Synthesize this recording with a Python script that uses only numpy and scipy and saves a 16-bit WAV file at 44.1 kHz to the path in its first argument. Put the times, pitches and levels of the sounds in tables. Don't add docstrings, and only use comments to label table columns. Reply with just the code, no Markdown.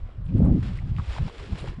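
import sys
import numpy as np
from scipy import signal
from scipy.io import wavfile
from scipy.ndimage import uniform_filter1d

SR = 44100
rng = np.random.default_rng(int(sys.argv[2]) if len(sys.argv) > 2 else 0)


def to_wav(sig):
    pcm = np.clip(np.atleast_2d(sig), -1, 1) * 32767
    pcm = np.round(pcm).astype(np.int16)
    wavfile.write(sys.argv[1], SR, pcm.T)


N = 79380


def from_db(db):
    return 10 ** (np.asarray(db) / 20)


def rms_one(x):
    return x / np.sqrt(np.mean(x ** 2) + 1e-20)


def in_time(rows):
    times, *columns = np.transpose(rows)
    return [np.interp(np.arange(N) / SR, times, column) for column in columns]


def butter(x, hz, kind, order=2):
    return signal.sosfilt(signal.butter(order, hz, kind, fs=SR, output="sos"), x)


def drift(rate_hz):
    hop, settle = 40, 2000
    pole = np.exp(-2 * np.pi * rate_hz * hop / SR)
    noise = rng.standard_normal(N // hop + settle + 2)
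    slow = signal.lfilter([1], [1, -2 * pole, pole * pole], noise)[settle:]
    return np.interp(np.arange(N) / hop, np.arange(len(slow)), rms_one(slow))


def resonate(x, hz, width_hz):
    radius = np.exp(-np.pi * width_hz / SR)
    feedback = [1, -2 * radius * np.cos(2 * np.pi * hz / SR), radius ** 2]
    return signal.lfilter(np.array([1, 0, -1]) * (1 - radius ** 2) / 2, feedback, x + 1e-18)


def coloured(excitations, spectrum, patchy_db, flicker_hz):
    edges_hz = np.geomspace(150, 13000, 25)
    hz, db = np.transpose(spectrum)
    out = 0
    for k, (low, high) in enumerate(zip(edges_hz, edges_hz[1:])):
        level_db = np.interp(np.log(low * high) / 2, np.log(hz), db)
        band = butter(excitations[k % 2], [low, high], "band")
        out = out + from_db(level_db + patchy_db * drift(flicker_hz)) * band
    return rms_one(out)


def field_air():
    # f/Hz, relative level/dB
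    spectrum = [(150, 7.5), (260, 9.5), (380, 10), (520, -21.5), (700, 1), (1000, 0), (2000, -5.5),
                (3200, -13.5), (4800, -28), (6300, -34), (7800, -41), (10000, -28.5), (12000, -49)]
    return from_db(-56.5) * coloured(rng.standard_normal((2, N)), spectrum, patchy_db=4.3, flicker_hz=4.4)


def buffeting(reference_hz=200, swell_s=0.042, evenness=0.8):
    # t/s, level/dB
    gusts = [(0.0, -40.5), (0.034, -29.5), (0.144, -48), (0.174, -33.5), (0.334, -27), (0.354, -19),
             (0.378, -21.5), (0.422, -15.5), (0.482, -17.5), (0.498, -15), (0.662, -29), (0.736, -27.5),
             (0.796, -33.5), (0.816, -28.5), (0.892, -28.5), (0.922, -26), (0.942, -31), (0.996, -23.5),
             (1.062, -43), (1.09, -23), (1.166, -41.5), (1.196, -23), (1.226, -23.5), (1.286, -33),
             (1.306, -49), (1.326, -49), (1.376, -46), (1.406, -33), (1.464, -45.5), (1.534, -25),
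             (1.574, -45), (1.64, -29), (1.66, -42), (1.69, -28), (1.76, -42), (1.79, -33)]
    # t/s, f/Hz
    top_edge = [(0, 116.3), (.13, 104.1), (.19, 165.7), (.25, 124.6), (.29, 159.6), (.33, 278.4),
                (.46, 255.2), (.58, 280.4), (.61, 143.2), (.65, 219), (.72, 162.4), (.79, 130.1),
                (.88, 165.5), (.95, 151.8), (1.0, 182.8), (1.07, 96.5), (1.15, 85.7), (1.21, 160.9),
                (1.26, 186), (1.32, 87.3), (1.44, 110.7), (1.52, 224.3), (1.58, 122.5), (1.70, 161.8),
                (1.75, 115.5), (1.8, 238.6)]
    gust_db, = in_time(gusts)
    edge_hz, = in_time(top_edge)
    large, small = rng.standard_normal((2, 2 * N))
    pattern = butter(large, 211.3, "low", order=6) + from_db(-12) * butter(small, 300, "low", order=3)
    pattern = butter(pattern, 88, "low", order=1)
    pattern = butter(pattern, 39, "high")
    travelled = SR / 10 + np.cumsum(edge_hz / reference_hz)
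    eddies = rms_one(np.interp(travelled, np.arange(2 * N), pattern))
    power = uniform_filter1d(eddies ** 2, int(swell_s * SR))
    swell = np.sqrt(uniform_filter1d(power, int(swell_s * SR / 2)) + 1e-6)
    force = uniform_filter1d(from_db(gust_db + 0.5), size=400)
    return force * rms_one(eddies / swell ** evenness)


def sputter(at_s=0.465, half_width_s=0.058):
    t = np.arange(N) / SR
    rough = rng.standard_normal(N) * from_db(1.5 * drift(60))
    swell = from_db(-39) * np.exp(-((t - at_s) / half_width_s) ** 2)
    return swell * rms_one(butter(rough, [350, 722], "band"))


def thumps():
    # t/s, peak level/dB, half width/s
    eddies = [(0.355, -10, 0.0027), (0.405, -16.5, 0.00063), (.918, -16.5, 0.0021), (1.532, -25, 0.00162)]
    t = np.arange(N) / SR
    out = np.zeros(N)
    for at_s, db, half_width_s in eddies:
        offset = (t - at_s) / half_width_s
        out += from_db(db) * (offset ** 2 - 1) * np.exp(-offset ** 2 / 2)
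    return out


def whirr(waver_hz=79):
    # t/s, f/Hz, level/dB
    glide = [(1.0, 563, -68), (1.26, 512.2, -54.5), (1.35, 465, -50.5), (1.40, 428.6, -50),
             (1.44, 379.8, -43), (1.51, 374.2, -51.5), (1.59, 350.7, -54.5), (1.66, 338.1, -41.5),
             (1.70, 352.7, -55), (1.73, 343, -45), (1.77, 340, -69)]
    hz, level_db = in_time(glide)
    phase = 2 * np.pi * np.cumsum(hz) / SR
    return from_db(level_db) * rms_one(drift(waver_hz) * np.cos(phase) + drift(waver_hz) * np.sin(phase))


def crinkles():
    # t/s, level/dB, half width/s
    brushes = [(0.257, -60, 0.0031), (0.276, -67.5, .007), (0.33, -72, 0.0074), (.388, -69, 0.0098),
               (0.459, -65.5, .01), (1.599, -61, 0.025), (1.633, -65, 0.022)]
    t = np.arange(N) / SR
    swell = sum(from_db(db) * np.exp(-((t - at_s) / width_s) ** 2) for at_s, db, width_s in brushes)
    hiss = butter(rng.standard_normal(N), [6540, 9500], "band")
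    return swell * rms_one(hiss * from_db(8.1 * drift(170)))


def tick(at_s=0.7745):
    impulse = np.zeros(N)
    impulse[int(at_s * SR)] = from_db(-14)
    return butter(butter(impulse + 1e-18, 250, "high"), 900, "low", order=1)


def billow(hz=464, width_hz=640):
    # t/s, level/dB
    swell = [(1.48, -61), (1.58, -49.5), (1.64, -55), (1.685, -46.5), (1.72, -65), (1.8, -64)]
    level_db, = in_time(swell)
    body = resonate(resonate(rng.standard_normal(N), hz, width_hz), hz, width_hz)
    return from_db(level_db) * rms_one(body * from_db(6 * drift(50)))


def flaps(crumple_db=-22.5, crack_db=-29):
    # t/s, peak level/dB, f/Hz, time for the crumple to fall 30 dB/s, bandwidth/f
    snaps = [(.265, -48, 2750, .012, .3), (.290, -49.5, 2420, 0.045, 0.21),
             (0.628, -43.5, 1650, 0.018, 0.31), (0.788, -37.5, 2120, .016, 0.16),
             (0.9652, -36.5, 2520, .008, 0.39), (.9845, -30, 920, .014, 0.5),
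             (0.9972, -28.5, 1040, 0.02, 0.35), (1.164, -31.5, 920, 0.014, 0.35),
             (1.184, -26, 814, .006, 0.57), (1.281, -30, 790, 0.0079, 0.51),
             (1.298, -34.5, 939, 0.0048, 0.49), (1.591, -34.5, 3050, 0.044, 0.48),
             (1.642, -30.5, 463, 0.025, 0.43), (1.676, -30, 696, 0.0093, .7),
             (1.685, -33.5, 2720, 0.021, 0.34), (1.694, -53, 746, .014, 0.64)]
    out = np.zeros(N + SR)
    t = np.arange(SR // 10) / SR
    for at_s, db, hz, decay_s, width in snaps:
        push = from_db(crumple_db - 30 * t / decay_s) * rng.standard_normal(len(t))
        push[0] += 1
        body = resonate(resonate(push, hz, width * hz), hz, 2 * width * hz)
        crack = butter(push, [1200, 4800], "band")
        flap = body / np.abs(body).max() + from_db(crack_db) * crack / np.abs(crack).max()
        start = int(at_s * SR)
        out[start:start + len(t)] += from_db(db) * flap
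    return out[:N]


def rustle(creases_per_s=1200, crease_db=-2):
    # t/s, level/dB
    swells = [(0, -67), (.25, -73.5), (.28, -64), (.33, -66.5), (.39, -59.5), (.42, -64), (.46, -65),
              (.618, -58), (.632, -48), (.68, -48.5), (.72, -54), (.78, -55.5), (.85, -64), (.886, -58),
              (.936, -65), (.97, -56), (1.02, -53), (1.07, -51.5), (1.10, -46), (1.16, -45), (1.21, -52),
              (1.27, -49.5), (1.338, -54.5), (1.426, -48.5), (1.486, -53.5), (1.55, -50.5), (1.6, -48),
              (1.655, -51.5), (1.685, -49), (1.715, -54.5), (1.78, -65)]
    # f/Hz, relative level/dB
    cloth = [(250, -7.5), (450, -6.5), (800, -9), (1300, -7), (1800, -9.5), (2600, -10), (3400, -11.5),
             (4200, -17), (5100, -17), (6300, -24), (7600, -22), (8600, -36.5), (9700, -36), (11500, -40.5)]
    level_db, = in_time(swells)
    hiss = coloured(rng.standard_normal((2, N)), cloth, patchy_db=-1.0, flicker_hz=35)
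    size_db = 7.4 * np.minimum(rng.exponential(1, (2, N)), 3)
    signs = rng.choice([-1, 1], (2, N))
    buckles = rng.random((2, N)) < creases_per_s / SR
    creases = coloured(from_db(size_db) * signs * buckles, cloth, patchy_db=0.5, flicker_hz=75)
    return from_db(level_db + drift(32)) * (hiss + from_db(crease_db) * creases)


def scene():
    air = field_air()
    wind = buffeting() + sputter() + thumps()
    kite = rustle() + flaps() + tick() + billow() + whirr() + crinkles()
    return (air + wind + kite)[None]


def record(dry, dip_depth=0.58, cutoff_hz=10300):
    dipped = dry - dip_depth * resonate(dry, hz=6230, width_hz=1300)
    return signal.sosfilt(signal.ellip(8, .1, 70, cutoff_hz, fs=SR, output="sos"), dipped)


dry = scene()
out = record(dry)
to_wav(out)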